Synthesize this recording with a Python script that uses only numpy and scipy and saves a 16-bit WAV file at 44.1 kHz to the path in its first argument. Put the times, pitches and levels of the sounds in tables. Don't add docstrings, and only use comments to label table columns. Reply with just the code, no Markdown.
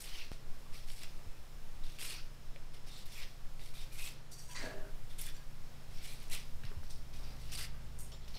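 import sys
import numpy as np
from scipy import signal
from scipy.fft import rfft, irfft, next_fast_len
from scipy.io import wavfile
from scipy.ndimage import uniform_filter1d

SR = 44100
rng = np.random.default_rng(int(sys.argv[2]) if len(sys.argv) > 2 else 0)


def how_loud(loudness_db):
    steps = np.asarray(loudness_db, float) / 20
    return 10 ** steps


def unload_wav(signal):
    wavfile.write(
        sys.argv[1],
        SR,
        np.round(np.clip(np.atleast_2d(signal).T, -1, 1) * 32767).astype(np.int16),
    )


N = 369558
T = np.arange(N) / SR

# frequency [Hz], level [dB].
FIZZ_COLOUR = [(3820, -22), (6500, -10), (8530, -4), (11000, -8), (12100, -9.5), (13400, -12), (15100, -24),
               (15600, -23)]


def evened(x):
    return x / np.sqrt(np.mean(x ** 2) + 1e-20)


def shaped(x, points):
    f, db = np.transpose(points)
    n = next_fast_len(len(x), real=True)
    hz = np.fft.rfftfreq(n, 1 / SR)
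    gain = how_loud(np.interp(np.log(hz + 1), np.log(f + 1), db))
    return evened(irfft(rfft(x, n) * gain, n)[:len(x)])


def resonate(x, hz, width):
    r = np.exp(-np.pi * width / SR)
    if np.isscalar(hz):
        return 2 * signal.lfilter([1 - r], [1, -r * np.exp(2j * np.pi * hz / SR)], x + 0j).real
    turn = np.exp(2j * np.pi * np.cumsum(hz) / SR)
    return 2 * (turn * signal.lfilter([1 - r], [1, -r], x / turn)).real


def modes(x, table, widen):
    return evened(sum(how_loud(db) * resonate(x, hz, width * widen) for hz, width, db in table))


def add(mix, s, sound):
    part = mix[round(s * SR):][:len(sound)]
    part += sound[:len(part)]


def unrolled(rows):
    s, *columns = np.transpose(rows)
    t = np.arange(s[0], s[-1], 1 / SR)
    return s[0], [np.interp(t, s, c) for c in columns]


def patchy(x, db):
    z = signal.stft(x, nperseg=256, noverlap=192)[2]
    field = uniform_filter1d(rng.standard_normal(z.shape), size=3, axis=0)
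    field = uniform_filter1d(field, size=9, axis=1)
    return evened(signal.istft(z * how_loud(db * evened(field)), nperseg=256, noverlap=192)[1][:len(x)])


def tearing(n, per_s, spread_db, lumpy_db, patchy_db):
    chance, size, hiss, slip = rng.random((n, 4)).T
    strength = how_loud(spread_db * np.minimum(-np.log(1 - size), 4))
    fibres = np.sign(hiss - .5) * strength * (chance < per_s / SR)
    clumps = evened(uniform_filter1d(slip - .5, size=180))
    torn = evened(fibres) + 1.01 * evened(hiss - .5)
    return patchy(torn * how_loud(lumpy_db * clumps), patchy_db)


def strokes():
    # frequency [Hz], level [dB].
    flesh_colour = [(300, -11), (1000, -8.5), (1700, -6.5), (2100, 1), (2700, 1), (3500, 0), (4300, -4),
                    (7000, -30)]
    # frequency [Hz], level [dB].
    edge_colour = [(2500, -33), (3800, -3.5), (4500, -4), (5600, -2), (6600, -13.5), (9000, -18)]
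    # frequency [Hz], width [Hz], level [dB].
    blade_modes = [(4590, 220, 5.5), (5480, 460, -4), (3800, 270, -21.5)]
    # start [s], push [s], force at the start and at the end [dB],
    # brightness at the start [dB].
    shaves = [(.03, .18, -60, -52.5, -4), (.725, .06, -57.5, -60, -6), (.868, .085, -56.5, -66, -3),
              (.955, .08, -66, -55, 5), (1.832, .14, -66, -66, -3), (1.985, .04, -51, -52, 1.5),
              (2.02, .105, -53, -49.5, 3.2), (3.05, .06, -63, -64, -4), (3.115, .115, -63, -53.5, 0.5),
              (3.59, .1, -62.5, -67, -1.5), (3.732, .09, -62, -60, 0.5), (3.915, .065, -66, -57, 7),
              (3.975, .105, -53.5, -54, 2.5), (5.9, .13, -72, -59, 4), (6.022, .12, -57.5, -59, 2.5),
              (6.19, .06, -66, -65, .5), (6.304, .04, -54, -46.5, 6), (7.125, .094, -60.5, -69, -8),
              (7.225, .165, -62.5, -72, -11), (7.39, .12, -70, -59, .6)]
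    # (start [s], push [s], start force [dB], end force [dB], brightness [dB]).
    through_cuts = [
        (2.862, .17, -63, -62.5, -4),
        (5.2, .095, -61, -56, 0.5),
        (7.514, .043, -51, -52, 0.5),
        (7.568, .085, -48, -53, -1.5),
    ]
    # start [s], force [dB], t60 [s], edge on the blade [dB], brightness [dB].
    nicks = [(.32, -59, .3, -1.2, -5), (2.733, -59, .25, -1.2, -6), (5.095, -61, .4, -4, -5),
             (5.34, -64, .5, -1.5, -12), (5.18, -58, .4, -1.2, 11.5), (0.0, -57, .4, 1.5, 8),
             (8.3, -66, .14, 4, -9.5), (6.632, -59, .45, -12, -19), (6.83, -69, .3, 11, -5),
             (6.898, -74, .4, 19.5, 8), (8.116, -59, .2, 1.5, -18), (8.277, -59, .18, 4, -13),
             (8.335, -62, 3, 3, -22)]
    bite_s, nick_bite_s = .011, .006
    lift_db_per_s, break_db_per_s = 205, 650
    edge_db, edge_force_db, edge_sinks = -1.5, -55, .33
    wetting_db_per_s = 25
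    fizz_sinks, fizz_lift = .95, .22

    flesh, blade, fizz = np.zeros((3, N))
    rows = [(*row, lift_db_per_s) for row in shaves] + [(*row, break_db_per_s) for row in through_cuts]
    for s, push, start_db, end_db, bright_db, leave_db_per_s in rows:
        t = np.arange(0, push + .2, 1 / SR)
        lean_db = (end_db - start_db) * np.minimum(t / push, 1)
        lift_db = leave_db_per_s * np.maximum(t - push, 0)
        force_db = start_db + lean_db - lift_db
        power = (how_loud(force_db) * np.minimum(t / bite_s, 1)) ** 2
        steel_db = edge_db - edge_sinks * (force_db - edge_force_db)
        fizz_db = bright_db - fizz_sinks * lean_db - fizz_lift * lift_db - wetting_db_per_s * t
        add(flesh, s, power)
        add(blade, s, power * how_loud(steel_db) ** 2)
        add(fizz, s, power * how_loud(fizz_db) ** 2)
    for s, force_db, t60, steel_db, bright_db in nicks:
        t = np.arange(0, t60 / 2, 1 / SR)
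        power = (how_loud(force_db - 60 * t / t60) * np.minimum(t / nick_bite_s, 1)) ** 2
        add(flesh, s, power)
        add(blade, s, power * how_loud(steel_db) ** 2)
        add(fizz, s, power * how_loud(bright_db) ** 2)

    thick, scrape, fine = (tearing(N, per_s, spread_db=3.0, lumpy_db=0.5, patchy_db=2.5)
                           for per_s in (2500, 3500, 5000))
    steel = evened(shaped(scrape, edge_colour) + how_loud(-9) * modes(scrape, blade_modes, 3.2))
    sound = np.sqrt(flesh) * shaped(thick, flesh_colour)
    sound += np.sqrt(blade) * steel
    sound += np.sqrt(fizz) * shaped(fine, FIZZ_COLOUR)
    judder = evened(uniform_filter1d(rng.standard_normal(N), size=260))
    return sound * how_loud(1.65 * judder)


def background():
    # frequency [Hz], level [dB].
    hush_colour = [(25, -20), (45, 3.5), (90, -1.5), (150, -3.5), (190, -5.5), (260, -10), (560, -11),
                   (780, -13), (2600, -19), (4250, -21), (5340, -24), (7000, -26), (11500, -35),
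                   (15600, -46)]
    # time [s], level [dB].
    insect_levels = [(0, -77), (1.35, -75), (1.9, -79), (2.65, -75), (3.4, -77), (4.2, -86.5), (5.6, -74.5),
                     (6.5, -77), (8.38, -75)]
    # frequency [Hz], level [dB].
    air_colour = [(2, -8.5), (5, -0.5), (12, 0.5), (20, -6), (27, -17.5), (36, -31), (60, -62.5)]
    # time [s], level [dB].
    air_levels = [(0.0, -32.5), (0.4, -41), (0.51, -36), (2.22, -37.5), (2.71, -40.5), (4.01, -35.5),
                  (4.15, -44), (4.97, -35.5), (6.18, -39), (6.33, -34.5), (8.24, -44), (8.38, -33.5)]

    room, wings, wind, wander = rng.standard_normal((4, N))
    drift = shaped(wander, [(0, 0), (2, 0), (12, -30), (30, -80)])
    hush = shaped(room, hush_colour) * how_loud(.5 * drift)
    hush *= how_loud(-62) / np.std(signal.lfilter(*signal.butter(4, 200, "high", fs=SR), hush))
    shimmer = evened(resonate(resonate(wings, 5260, 500), 5260, 500))
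    shimmer *= how_loud(np.interp(T, *np.transpose(insect_levels)))
    air = how_loud(np.interp(T, *np.transpose(air_levels))) * shaped(wind, air_colour)
    return hush + shimmer + air * signal.windows.tukey(N, .012)


def rubs():
    # start [s], length [s], level [dB], pitch [Hz], width [Hz].
    steady_rubs = [(.17, .085, -63, 4330, 250), (1.251, .15, -71, 2570, 250), (1.83, .11, -70, 2700, 300),
                   (2.09, .076, -55, 4430, 300), (2.17, .046, -60.5, 1430, 220), (2.878, .13, -62, 3600, 380),
                   (3.73, .12, -59, 3650, 350), (3.97, .13, -53.5, 2560, 300), (4.474, .12, -59.5, 970, 40),
                   (4.625, .13, -54, 640, 110), (4.486, .049, -64, 1620, 200), (4.496, .04, -64, 3270, 200),
                   (4.643, .3, -59, 392.4, 12), (4.775, .115, -58.5, 605, 32), (5.901, 1.9, -68.5, 229, 76),
                   (5.14, .25, -72, 3470, 400), (5.342, .1, -67, 1620, 100), (5.34, .042, -66, 7200, 300),
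                   (7.562, .105, -49.5, 4900, 1500), (7.512, .045, -52, 5300, 900),
                   (2.15, .075, -57, 4600, 1500), (8.115, .045, -61, 3500, 600), (6.03, .12, -60, 2350, 400),
                   (7.58, .08, -54, 1700, 800),
                   (4.615, .135, -56, 1680, 140), (4.76, .07, -61, 1680, 140), (4.8, .11, -65, 1480, 200),
                 (5.095, .045, -62, 3470, 400), (5.248, .058, -58, 3470, 250),
                 (5.255, .055, -59, 1800, 600), (3.735, .11, -65, 2400, 250), (3.59, .06, -66, 3700, 600),
                 (3.9, .075, -64, 2400, 250), (3.92, .06, -64, 12200, 900), (3.05, .025, -62, 12500, 5000),
                 (2.97, .03, -65, 11000, 4000), (3.115, .1, -64, 12500, 5000), (3.11, .08, -62, 3400, 350),
                 (3.12, .06, -63, 5500, 400), (4.03, .05, -59, 13000, 4000), (8.345, .035, -55, 4300, 700),
                 (8.21, .06, -65, 3800, 1500), (2.04, .07, -57, 8900, 500), (7.53, .03, -54, 9000, 1200),
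                 (3.2, .045, -56, 2900, 1200), (7.23, .11, -65, 4800, 250), (5.94, .08, -65, 5500, 300),
                 (6.318, .022, -50, 4100, 700), (6.3, .04, -52, 2400, 900), (6.315, .025, -53, 7400, 1200),
                 (6.345, .02, -53, 8600, 1500), (7.548, .018, -48, 4650, 400),
                 (7.549, .014, -52, 8000, 1800), (7.57, .025, -49, 4000, 1800),
                 (7.512, .06, -57, 2700, 500), (2.9, .1, -61, 4200, 700), (2.9, .14, -65, 7500, 2500),
                 (3.125, .09, -63, 7200, 1500), (2.075, .04, -55, 4400, 900), (2.17, .045, -60, 2700, 700),
                 (4.49, .055, -60, 2400, 2000), (5.186, .025, -55, 2500, 2500),
                 (8.36, .03, -58, 2500, 2500), (.03, .2, -62, 4500, 500)]
    # start [s], length [s], level [dB], start pitch [Hz], width [Hz].
    closing_rubs = [(.1, .15, -55, 3150, 350), (2.07, .12, -56.5, 2750, 390),
                    (3.145, .11, -54.5, 2490, 700), (6.335, .06, -53, 2700, 300),
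                    (6.644, .15, -68, 1210, 850), (7.149, .27, -63, 850, 1400),
                    (8.113, .041, -59, 630, 750), (8.335, .044, -60.5, 435, 500)]
    # start [s], t60 [s], level
    # [dB], pitch [Hz], width [Hz].
    struck = [(4.55, .2, -49, 1930, 120), (4.575, .35, -50, 2080, 200), (4.552, .25, -54, 4100, 300),
              (4.572, .4, -55, 4660, 120), (4.632, .25, -59, 2610, 90), (4.325, .5, -58, 4680, 200),
              (4.385, .4, -67, 4680, 200), (4.39, .2, -59, 5600, 200), (4.478, .1, -62, 8500, 500),
              (1.834, .07, -55, 3650, 350), (1.866, .07, -57, 3600, 350), (1.897, .07, -55, 3650, 350),
              (1.921, .07, -55, 3680, 350), (1.954, .06, -60, 3300, 1500), (1.918, .07, -62, 8500, 2500),
              (1.954, .06, -63, 8500, 2500), (5.188, .15, -52, 3470, 350), (5.355, .12, -61, 5840, 120),
              (5.36, .2, -64, 4600, 200), (.657, .2, -62, 1120, 80), (7.74, .4, -64, 1590, 60),
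              (7.74, .4, -66, 1230, 60), (8.117, .2, -56, 5420, 300), (8.13, .25, -63, 7200, 200),
              (6.347, .1, -47, 2600, 400), (6.322, .1, -51, 2000, 400), (6.356, .05, -54, 600, 400),
              (6.652, .4, -62, 5200, 500), (6.897, .3, -60, 8800, 600), (6.9, .25, -61, 5300, 500),
              (1.99, .15, -52, 2740, 300), (2.008, .12, -50, 3450, 400), (2.008, .15, -52, 8500, 1800),
              (.21, .2, -54, 2650, 200), (6.078, .4, -57, 4100, 250), (6.033, .2, -57, 3600, 500)]
    closed_pitch, wander = .81, .012
    lead = 1500

    out = np.zeros(N)
    skin = tearing(N + SR, per_s=2500, spread_db=0.5, lumpy_db=2.0, patchy_db=-1.5)
    stray = evened(uniform_filter1d(rng.standard_normal(N + SR), size=500))
    for rows, end, fades in ((steady_rubs, 1, False),
                             (closing_rubs, closed_pitch, False), (struck, 1, True)):
        for s, length, db, hz, width in rows:
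            t = np.arange(-lead, round(length * SR)) / SR
            first = round(s * 50) * SR // 50
            at = slice(first, first + len(t))
            glide_hz = hz * np.interp(t, [0, length], [1, end]) * (1 + wander * stray[at])
            note = evened(resonate(resonate(skin[at], glide_hz, width), glide_hz, width))
            note = (note / np.sqrt(uniform_filter1d(note ** 2, size=1300) + .2))[lead:]
            if fades:
                shape = np.minimum(t[lead:] / .003, 1) * how_loud(-60 * t[lead:] / length)
            else:
                shape = signal.windows.tukey(len(note), .4)
            add(out, s, how_loud(db) * note * shape)
    return out


def engine():
    # time [s], firing cycle [Hz], level [dB].
    idle = [
        (.317, 28.1, -63),
        (3, 28.15, -63),
        (5.2, 28.36, -60),
        (6.83, 28.4, -60),
    ]
    # multiple of the firing cycle, level [dB].
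    idle_orders = [(2, -4), (4, -4.5), (5, -2), (8, -14.5)]
    # time [s], firing cycle [Hz], level [dB].
    pull = [
        (6.83, 25, -60),
        (7.5, 25.96, -55.5),
        (8, 26.17, -56.5),
        (8.38, 27.3, -61.5),
    ]
    # multiple of the firing cycle, level [dB].
    pull_orders = [(1, -17.5), (2, 5), (3, -8), (4, -6.5), (5, -3), (6, -7.5), (8, -16), (9, -16)]

    out = np.zeros(N)
    for rows, orders in ((idle, idle_orders), (pull, pull_orders)):
        s, (hz, db) = unrolled(rows)
        turns = np.cumsum(hz) / SR
        for k, order_db in orders:
            waver = shaped(rng.standard_normal(len(hz)), [(0, 0), (1.5, 0), (5, -40)])
            tone = np.sin(2 * np.pi * (k * turns + rng.random()))
            add(out, s, np.sqrt(2) * how_loud(db + order_db + 0.88 * waver) * tone)
    return out


def snaps():
    # time [s], peak level [dB], pitch
    # [Hz].
    thick_fibres = [(0.8857, -45, 2450), (0.9024, -40, 3230), (1.035, -37, 2690), (1.193, -55, 1200),
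                    (1.8385, -46, 3620), (1.8672, -54, 3330), (1.8991, -45, 3610), (1.923, -46, 3680),
                    (1.9874, -41, 3030), (1.995, -41, 2740), (2.0147, -35, 3380), (2.561, -42, 2220),
                    (2.8639, -51, 4210), (6.2993, -46, 2330), (6.3062, -50, 2260), (6.636, -43, 1525),
                    (6.6365, -46, 2800), (6.6523, -43, 4200), (6.717, -48, 1500), (6.8325, -48, 1400),
                    (6.9072, -42, 5440), (7.5207, -38, 5380), (7.5529, -32, 4660), (8.1186, -47, 5420),
                    (8.2796, -46, 2860), (3.5952, -48, 2450), (3.7399, -48, 2310), (3.1227, -47, 3490),
                    (8.3523, -50, 4480)]
    # time [s], peak level [dB], pitch [Hz].
    thin_fibres = [(0.9174, -43, 8550), (1.0335, -36, 8430), (5.2145, -28, 11300), (5.2253, -39, 9240),
                   (5.2424, -42, 11000), (5.2658, -32, 9740), (6.2018, -45, 8720), (6.23, -44, 12500),
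                   (6.2816, -47, 9680), (3.9987, -42, 9000), (4.0182, -41, 11000), (4.0426, -39, 12000),
                   (4.054, -42, 12000), (4.066, -40, 12500), (3.179, -46, 11600), (3.203, -45, 11500),
                   (3.123, -49, 9000), (3.947, -47, 9000), (6.07, -47, 9000), (6.1, -47, 11000),
                   (6.2995, -38, 9220), (6.3295, -32, 9370), (6.349, -28, 9400), (6.134, -45, 12500),
                   (7.6294, -34, 10700), (7.9895, -40, 10000), (4.3165, -43, 7000), (7.592, -36, 9000)]

    out, t = np.zeros(N), np.arange(300) / SR
    for rows, cut in ((thick_fibres, .15), (thin_fibres, .6)):
        for s, db, hz in rows:
            grit = evened(resonate(rng.standard_normal(300), hz, 0.64 * hz))
            ring = np.sin(2 * np.pi * hz * t) * np.exp(-t * hz / 1.5)
            snap = ring + 0.22 * grit * np.exp(-t / 0.0027)
            low_cut = signal.butter(3, cut * hz, "high", fs=SR)
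            add(out, s, how_loud(db + 3.5) * signal.lfilter(*low_cut, snap))
    return out


def bumps():
    # time [s], peak level [dB], pitch [Hz], t60 [s].
    knocks = [(1.262, -47, 79, 0.083), (1.39, -56, 60, 0.11), (1.74, -55.5, 75, 0.11),
              (5.031, -49.5, 100, 0.075), (5.889, -52.5, 70, 0.095), (6.551, -49, 80.6, .1),
              (6.641, -42.5, 106, 0.067), (6.766, -42.5, 77.6, 0.11), (2.56, -56.5, 560, 0.046),
              (6.711, -54.5, 410, 0.051), (8.13, -66, 370, 0.088)]
    out, t = np.zeros(N), np.arange(SR // 4) / SR
    for s, db, hz, t60 in knocks:
        level = how_loud(db + 13.5 - 60 * t / t60) * (1 - np.exp(-t / 0.0073))
        add(out, s, level * np.sin(2 * np.pi * hz * t))
    return out


def singing():
    # time [s], level [dB].
    brushes = [
        [(4.312, -60), (4.322, -54), (4.378, -62), (4.394, -56), (4.47, -64), (4.52, -54), (4.544, -59),
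         (4.55, -54)],
        [(7.988, -54), (7.99, -51), (8.11, -69)],
    ]
    # frequency [Hz], width [Hz], level [dB].
    blade_songs = [
        [(4700, 62, 3), (5800, 110, 4.5), (6560, 58, 2), (7100, 31, 0), (8100, 110, -1), (9480, 72, -10),
         (12000, 41, -8)],
        [(4800, 100, -20), (5860, 97, -13), (6760, 40, 1), (7500, 67, -8), (8540, 70, 7), (9300, 120, 0),
         (10600, 41, 4), (11800, 87, -2), (14200, 80, -19)],
    ]
    out = np.zeros(N)
    for rows, table in zip(brushes, blade_songs):
        s, (db,) = unrolled(rows)
        drive = tearing(SR // 3, per_s=4000, spread_db=1.0, lumpy_db=2.2, patchy_db=1.5)[:len(db)]
        song = evened(modes(drive, table, 3.4) + 0.35 * shaped(drive, FIZZ_COLOUR))
        add(out, s, how_loud(db + 1.2) * song)
    return out


def drag_level(t, rise, rise_db, top_db, slow, hold, fast):
    climb_db = rise_db * np.maximum(1 - t / rise, 0)
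    sag_db = slow * np.clip(t - rise, 0, hold)
    fall_db = fast * np.maximum(t - rise - hold, 0)
    return how_loud(top_db - climb_db - sag_db - fall_db)


def scuff():
    # frequency [Hz], width [Hz], level [dB].
    board_modes = [(116, 14, -5), (264, 44, 2), (330, 71, -4), (393, 12, 2), (494, 34, 0), (600, 20, 3.5),
                   (673, 15, -11), (764, 15, -22)]
    # frequency [Hz], width [Hz], level [dB].
    ring_modes = [(1190, 80, 0), (1440, 130, 6), (1700, 40, 14), (2290, 79, 0), (2610, 48, -12)]
    # frequency [Hz], level [dB].
    grit_colour = [(1940, -31), (3300, -11), (4560, 1), (4950, -6), (6300, -9), (8700, -11.5), (15000, -52)]
    start_s, length_s = 4.545, .475
    slide_start_hz, slide_end_hz, slide_s = 1990, 1620, .24

    out, t = np.zeros(N), np.arange(0, length_s, 1 / SR)
    low, mid, high = (tearing(len(t), per_s=3000, spread_db=1.5, lumpy_db=2.1, patchy_db=2.3)
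                      for _ in range(3))
    slide_hz = slide_start_hz + (slide_end_hz - slide_start_hz) * np.minimum(t / slide_s, 1)
    boards = modes(low, board_modes, 1.74)
    ring = evened(modes(mid, ring_modes, 2.2) + how_loud(4.0) * evened(resonate(mid, slide_hz, 450)))
    grit = shaped(high, grit_colour)
    boards *= drag_level(t, rise=.1, rise_db=24, top_db=-47, slow=70, hold=.28, fast=200)
    ring *= drag_level(t, rise=.009, rise_db=25, top_db=-48.5, slow=35, hold=.12, fast=115)
    grit *= drag_level(t, rise=.012, rise_db=25, top_db=-46, slow=90, hold=.1, fast=190)
    add(out, start_s, boards + ring + grit)
    return out


def kitchen(x):
    taps = np.zeros(SR // 2)
    at = np.arange(200, SR // 2 - 20, 20)
    taps[at + rng.integers(0, 20, len(at))] = rng.choice([-1., 1.], len(at))
    t = np.arange(len(taps)) / SR
    dull = signal.lfilter(*signal.butter(2, 6000, fs=SR), taps)
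    tail = dull * how_loud(-60 * t / .32) + (taps - dull) * how_loud(-60 * t / 0.16)
    return signal.fftconvolve(x, tail / np.linalg.norm(tail))[:N]


def scene():
    near = strokes() + rubs() + snaps() + singing() + scuff()
    far = background() + engine()
    return (how_loud(-1.0) * near + how_loud(-10.5) * kitchen(near) + bumps() + far)[None]


def top_cut(x):
    return signal.sosfilt(signal.butter(12, 15760, fs=SR, output="sos"), x)


def record(dry):
    # time [s], jump in pressure [full scale].
    changes = [
        (0.3175, 0.024),
        (6.832, 0.0041),
    ]
    steps = sum(jump * (T >= s) * np.exp(-np.maximum(T - s, 0) / .018) for s, jump in changes)
    low_pass = signal.firwin(401, 15700, window=("kaiser", 8), fs=SR)
    padded = np.pad(dry + steps, ((0, 0), (200, 200)), "reflect")
    return top_cut(signal.oaconvolve(padded, low_pass[None], "valid"))


dry = scene()
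out = record(dry)
unload_wav(out)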